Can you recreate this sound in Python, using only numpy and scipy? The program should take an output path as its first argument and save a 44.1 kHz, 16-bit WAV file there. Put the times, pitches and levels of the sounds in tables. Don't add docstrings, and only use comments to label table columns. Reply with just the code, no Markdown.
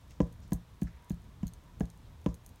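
import sys
import numpy as np
from scipy import signal
from scipy.fft import rfft, irfft
from scipy.io import wavfile

SR = 44100
rng = np.random.default_rng(int(sys.argv[2]) if len(sys.argv) > 2 else 0)


def transcribe(u):
    v = np.clip(np.atleast_2d(u).T, -1, 1)
    q = np.round(v * 32767).astype(np.int16)
    wavfile.write(sys.argv[1], SR, q)


N = 114660
T = np.arange(int(0.4 * SR)) / SR

# (time [s], strength [dB], overtones [dB], edge modes [dB], 1 kHz ring [dB],
#             contact tick [dB], tick tilt [dB per octave], overtone tuning [ratio])
KNOCKS = [(0.2036, 2, 4.5, -2.5, 2.5, -41, 1.5, 1.023), (0.5209, -1, -9, -2.5, -3.5, -42.5, 0.5, 1.027),
          (0.8198, -2, -18.5, -11.5, -25, -43.5, -2.5, 0.98), (1.105, -4.5, -20.5, -9, -20, -52.5, 2, 1.03),
          (1.4303, -4, -62, -10, -10.5, -50, 1.5, 0.74), (1.807, -2, -9.5, 2, -12, -44, 1, 0.894),
          (2.262, -1, 1, -5.5, 3, -35, -2, 1)]
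# (pitch [Hz], level [dB], t60 [s])
OVERTONES = [(286.2, -15, 0.038), (344.4, -21, 0.033), (467.6, -20.5, 0.034), (520.6, -24, 0.023)]
# (pitch [Hz], level [dB], t60 [s])
EDGE_MODES = [(429, -28.5, 0.039), (690, -28.5, 0.033), (774, -35.5, 0.043), (1673, -36.5, 0.03),
              (1860, -34, 0.012)]
# (pitch [Hz], level [dB], t60 [s])
KILOHERTZ_RING = [(992.4, -30.5, 0.04), (1103, -40.5, 0.028)]
# (frequency [Hz], relative level [dB])
TICK_SPECTRUM = [(300, 12), (1200, -9.5), (2800, -6), (4500, -13), (6800, -6), (8500, -24.5), (16000, -22)]
# (pitch [Hz], level [dB], t60 [s], lag [s])
GROUND_MODES = [(58.6, -24, .12, 0.0162), (118.2, -44, 0.47, 0.01976), (171.6, -33.5, 0.19, 0.03145)]
# (time [s], level [dB], tilt [dB per octave], ring [dB])
CLINKS = [(0.3251, -59, -4, -24), (0.5327, -33, -0.5, -7), (0.561, -59, -3, 3), (0.8163, -47.5, -2, -10),
          (.832, -47, -2, -7), (1.0972, -44, -5, -4), (1.118, -54.5, -7, -5), (1.144, -59, -5, -10),
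          (1.4692, -43.5, -5, -1), (1.4798, -48, -13.5, 4), (1.5361, -47.5, -7, -12),
          (1.834, -62, -13, -10), (1.8553, -52.5, -10.5, -14), (1.9014, -50.5, -5, -13),
          (2.289, -57.5, -12, -14), (2.3432, -47.5, -3, -10), (2.3502, -57, 4, -12),
          (2.4631, -45.5, -1, -3), (2.4912, -52, -4, -3)]
# (frequency [Hz], relative level [dB])
CLINK_SPECTRUM = [(1500, -46), (3000, -24), (4300, 1.5), (5100, -23.5), (6300, 8), (7600, 0), (8900, 3.5),
                  (10800, 2), (12000, 2.5), (13500, -1.5), (16000, -2)]
CLINK_HZ = [6700, 8270, 11970, 12470, 15000]
# (relative level [dB], t60 [s])
CLINK_MODES = [(-20, .045), (-28, 0.055), (-12, .065), (-54, 0.033), (-43, 0.032)]
# (time [s], length [s], level [dB], centre [Hz])
SCUFFS = [(0.094, 0.096, -69, 5600), (0.107, 0.027, -64.5, 2450), (0.206, 0.12, -73, 5900),
          (.42, 0.073, -70.5, 5650), (0.868, 0.031, -60.5, 1600), (0.869, 0.036, -69, 5440),
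          (0.877, 0.28, -70.5, 1830), (2.028, 0.091, -75, 3420), (2.282, 0.056, -68.5, 5840)]
# (time [s], length [s], level [dB], pitch halfway [Hz])
FAR_TONES = [(0.941, 0.21, -62.5, 961), (1.621, 0.13, -65.5, 960)]
# (frequency [Hz], relative level [dB])
AIR_SPECTRUM = [(12, -21), (20, -1.5), (70, 3), (198, -11), (277, -16.5), (367, -22), (698, -24),
                (825, -25.5), (949, -21.5), (1260, -27.5), (2820, -34), (3630, -32.5), (4540, -37.5),
                (5680, -37.5), (10200, -44), (14300, -44), (16000, -47.5)]
# (frequency [Hz], t60 [s])
YARD_DECAY = [(100, 0.051), (300, 0.21), (1000, 0.29), (4000, 0.07), (12000, 0.27)]

BOUNCE_HZ, BOUNCE_DB, BOUNCE_T60_S, BOUNCE_RISE_S, BOUNCE_LAG_S = 181.3, -9, 0.038, 0.0039, 0.0012
FULL_BRIGHT_HZ = 454
MODE_RISE_S = 0.0026
TICK_T60_S, TICK_TAIL_DB, TICK_TAIL_T60_S = 0.016, -14, 0.12
CRACK_HZ, CRACK_DB, CRACK_T60_S, CRACK_RISE_S = 2890, 10.5, 0.0018, 0.00015
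GROUND_RISE_S = 0.002
CLINK_T60_S, CLINK_TAIL_DB, CLINK_TAIL_T60_S, CLINK_RISE_S = 0.0067, -18, 0.096, 0.00034
FAINT_PER_S, FAINT_DB, FAINT_SPREAD_DB = 15, -64, 5
SCUFF_OCTAVES, SCUFF_GRAIN_DB = 0.38, 3
AIR_DB, AIR_WAVER_DB, RUMBLE_TOP_HZ = -53, 2.92, 302
FAR_RISE_HZ_PER_S, FAR_WOBBLE_HZ, FAR_FLUTTER_DB = 120, 23.7, 3.5
YARD_DB, CLINK_YARD_DB, YARD_GAP_S = -12.5, -26.5, 0.0067
WALL_S, WALL_DB, WALL_TOP_HZ = 0.0275, -24, 1500
LOW_CUT_HZ, EDGE_HZ = 31, 16000


def amp(db):
    return 10 ** (np.asarray(db) / 20)


def unit(x):
    return x / np.sqrt(np.mean(x ** 2) + 1e-20)


def read(points, hz):
    f, value = np.transpose(points)
    return np.interp(np.log(hz + 1), np.log(f + 1), value)


def add(mix, s, sound):
    part = mix[max(round(s * SR), 0):][:len(sound)]
    part += sound[:len(part)]


def fade(t, t60):
    return np.exp(-np.log(1000) * t / t60)


def mode(hz, db, t60, rise_s, lag_s=0):
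    t = np.maximum(T - lag_s, 0)
    swell = 1 - np.exp(-t / rise_s)
    return amp(db) * swell * fade(t, t60) * np.sin(2 * np.pi * hz * t)


def noise(points, size, tilt_db=0):
    hz = np.fft.rfftfreq(size, 1 / SR)
    db = read(points, hz) + tilt_db * np.log2(np.maximum(hz, 1000) / 1000)
    return unit(irfft(rfft(rng.standard_normal(size)) * amp(db), size))


def band(x, hz, octaves):
    away = np.log2((np.fft.rfftfreq(len(x), 1 / SR) + 1) / hz) / octaves
    return unit(irfft(rfft(x) * np.exp(-0.5 * away ** 2), len(x)))


def lowpass(top_hz):
    return signal.butter(2, top_hz, fs=SR, output="sos")


def slab_ring(bright_db, edge_db, kilohertz_db, tuning):
    ring = mode(BOUNCE_HZ, BOUNCE_DB, BOUNCE_T60_S, BOUNCE_RISE_S, BOUNCE_LAG_S)
    for hz, db, t60 in OVERTONES:
        share = np.clip(np.log(hz / BOUNCE_HZ) / np.log(FULL_BRIGHT_HZ / BOUNCE_HZ), 0, 1)
        ring = ring - mode(hz * tuning, db + share * bright_db, t60, MODE_RISE_S)
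    for modes, place_db in (EDGE_MODES, edge_db), (KILOHERTZ_RING, kilohertz_db):
        for hz, db, t60 in modes:
            ring = ring - mode(hz, db + place_db, t60, MODE_RISE_S)
    return ring


def contact_tick(tilt_db):
    decay = fade(T, TICK_T60_S) + amp(TICK_TAIL_DB) * fade(T, TICK_TAIL_T60_S)
    burst = noise(TICK_SPECTRUM, len(T), tilt_db) * decay
    return burst + mode(CRACK_HZ, CRACK_DB, CRACK_T60_S, CRACK_RISE_S)


def slab():
    direct = np.zeros(N)
    for s, db, bright_db, edge_db, kilohertz_db, tick_db, tilt_db, tuning in KNOCKS:
        ring = slab_ring(bright_db, edge_db, kilohertz_db, tuning)
        add(direct, s, amp(db) * ring + amp(tick_db) * contact_tick(tilt_db))
    heard = direct + amp(YARD_DB) * yard(direct)
    reflection = signal.sosfilt(lowpass(WALL_TOP_HZ), direct)
    add(heard, WALL_S, amp(WALL_DB) * reflection)
    return heard


def ground():
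    out = np.zeros(N)
    thump = -sum(mode(hz, db, t60, GROUND_RISE_S, lag) for hz, db, t60, lag in GROUND_MODES)
    for s, db, *_ in KNOCKS:
        add(out, s, amp(db) * thump)
    return out


def clinks():
    out = np.zeros(N)
    decay = fade(T, CLINK_T60_S) + amp(CLINK_TAIL_DB) * fade(T, CLINK_TAIL_T60_S)
    ring = sum(mode(hz, db, t60, CLINK_RISE_S) for hz, (db, t60) in zip(CLINK_HZ, CLINK_MODES))
    for s, db, tilt_db, ring_db in CLINKS:
        snap = noise(CLINK_SPECTRUM, len(T), tilt_db) * decay
        add(out, s, amp(db) * (snap + amp(ring_db) * ring))
    hits = rng.random(N) < FAINT_PER_S / SR
    faint = hits * amp(FAINT_DB + FAINT_SPREAD_DB * rng.standard_normal(N))
    out += signal.fftconvolve(faint, noise(CLINK_SPECTRUM, len(T)) * decay)[:N]
    return out + amp(CLINK_YARD_DB) * yard(out)


def scuffs():
    out = np.zeros(N)
    for s, length, db, hz in SCUFFS:
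        grains = rng.standard_normal(len(T)) * amp(SCUFF_GRAIN_DB * rng.exponential(1, len(T)))
        swell = np.sin(np.pi * np.minimum(T / length, 1) ** 0.38)
        add(out, s, amp(db) * swell * band(grains, hz, SCUFF_OCTAVES))
    return out


def yard(x):
    hz, t, z = signal.stft(rng.standard_normal(len(T)), SR, nperseg=256)
    decaying = z * fade(t, read(YARD_DECAY, hz)[:, None])
    tail = signal.istft(decaying, SR, nperseg=256)[1][:len(T)]
    tail = tail * np.minimum(T / YARD_GAP_S, 1) ** 2
    return signal.fftconvolve(x, tail / np.linalg.norm(tail))[:N]


def far_tone(length, db, hz):
    wobble = noise([(1, 0), (60, 0), (200, -60)], len(T))
    pitch = hz + FAR_RISE_HZ_PER_S * (T - length / 2) + FAR_WOBBLE_HZ * wobble
    flutter = noise([(1, 0), (20, 0), (60, -60)], len(T))
    swell = amp(db + FAR_FLUTTER_DB * flutter) * np.sin(np.pi * np.minimum(T / length, 1))
    return swell * np.sin(2 * np.pi * np.cumsum(pitch) / SR)


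def outdoors():
    waver = noise([(1, 0), (8, -3), (30, -40), (100, -120)], N)
    air = amp(AIR_DB) * noise(AIR_SPECTRUM, N)
    rumble = signal.sosfiltfilt(lowpass(RUMBLE_TOP_HZ), air)
    out = air + rumble * (amp(AIR_WAVER_DB * waver) - 1)
    for s, length, db, hz in FAR_TONES:
        add(out, s, far_tone(length, db, hz))
    return out


def scene():
    return (slab() + ground() + clinks() + scuffs() + outdoors())[None]


def record(dry):
    thinned = signal.sosfilt(signal.butter(3, LOW_CUT_HZ, "high", fs=SR, output="sos"), dry)
    treble_limit = signal.firwin(401, EDGE_HZ, window=("kaiser", 9), fs=SR)
    return signal.oaconvolve(thinned, treble_limit[None], "same")


dry = scene()
out = record(dry)
transcribe(out)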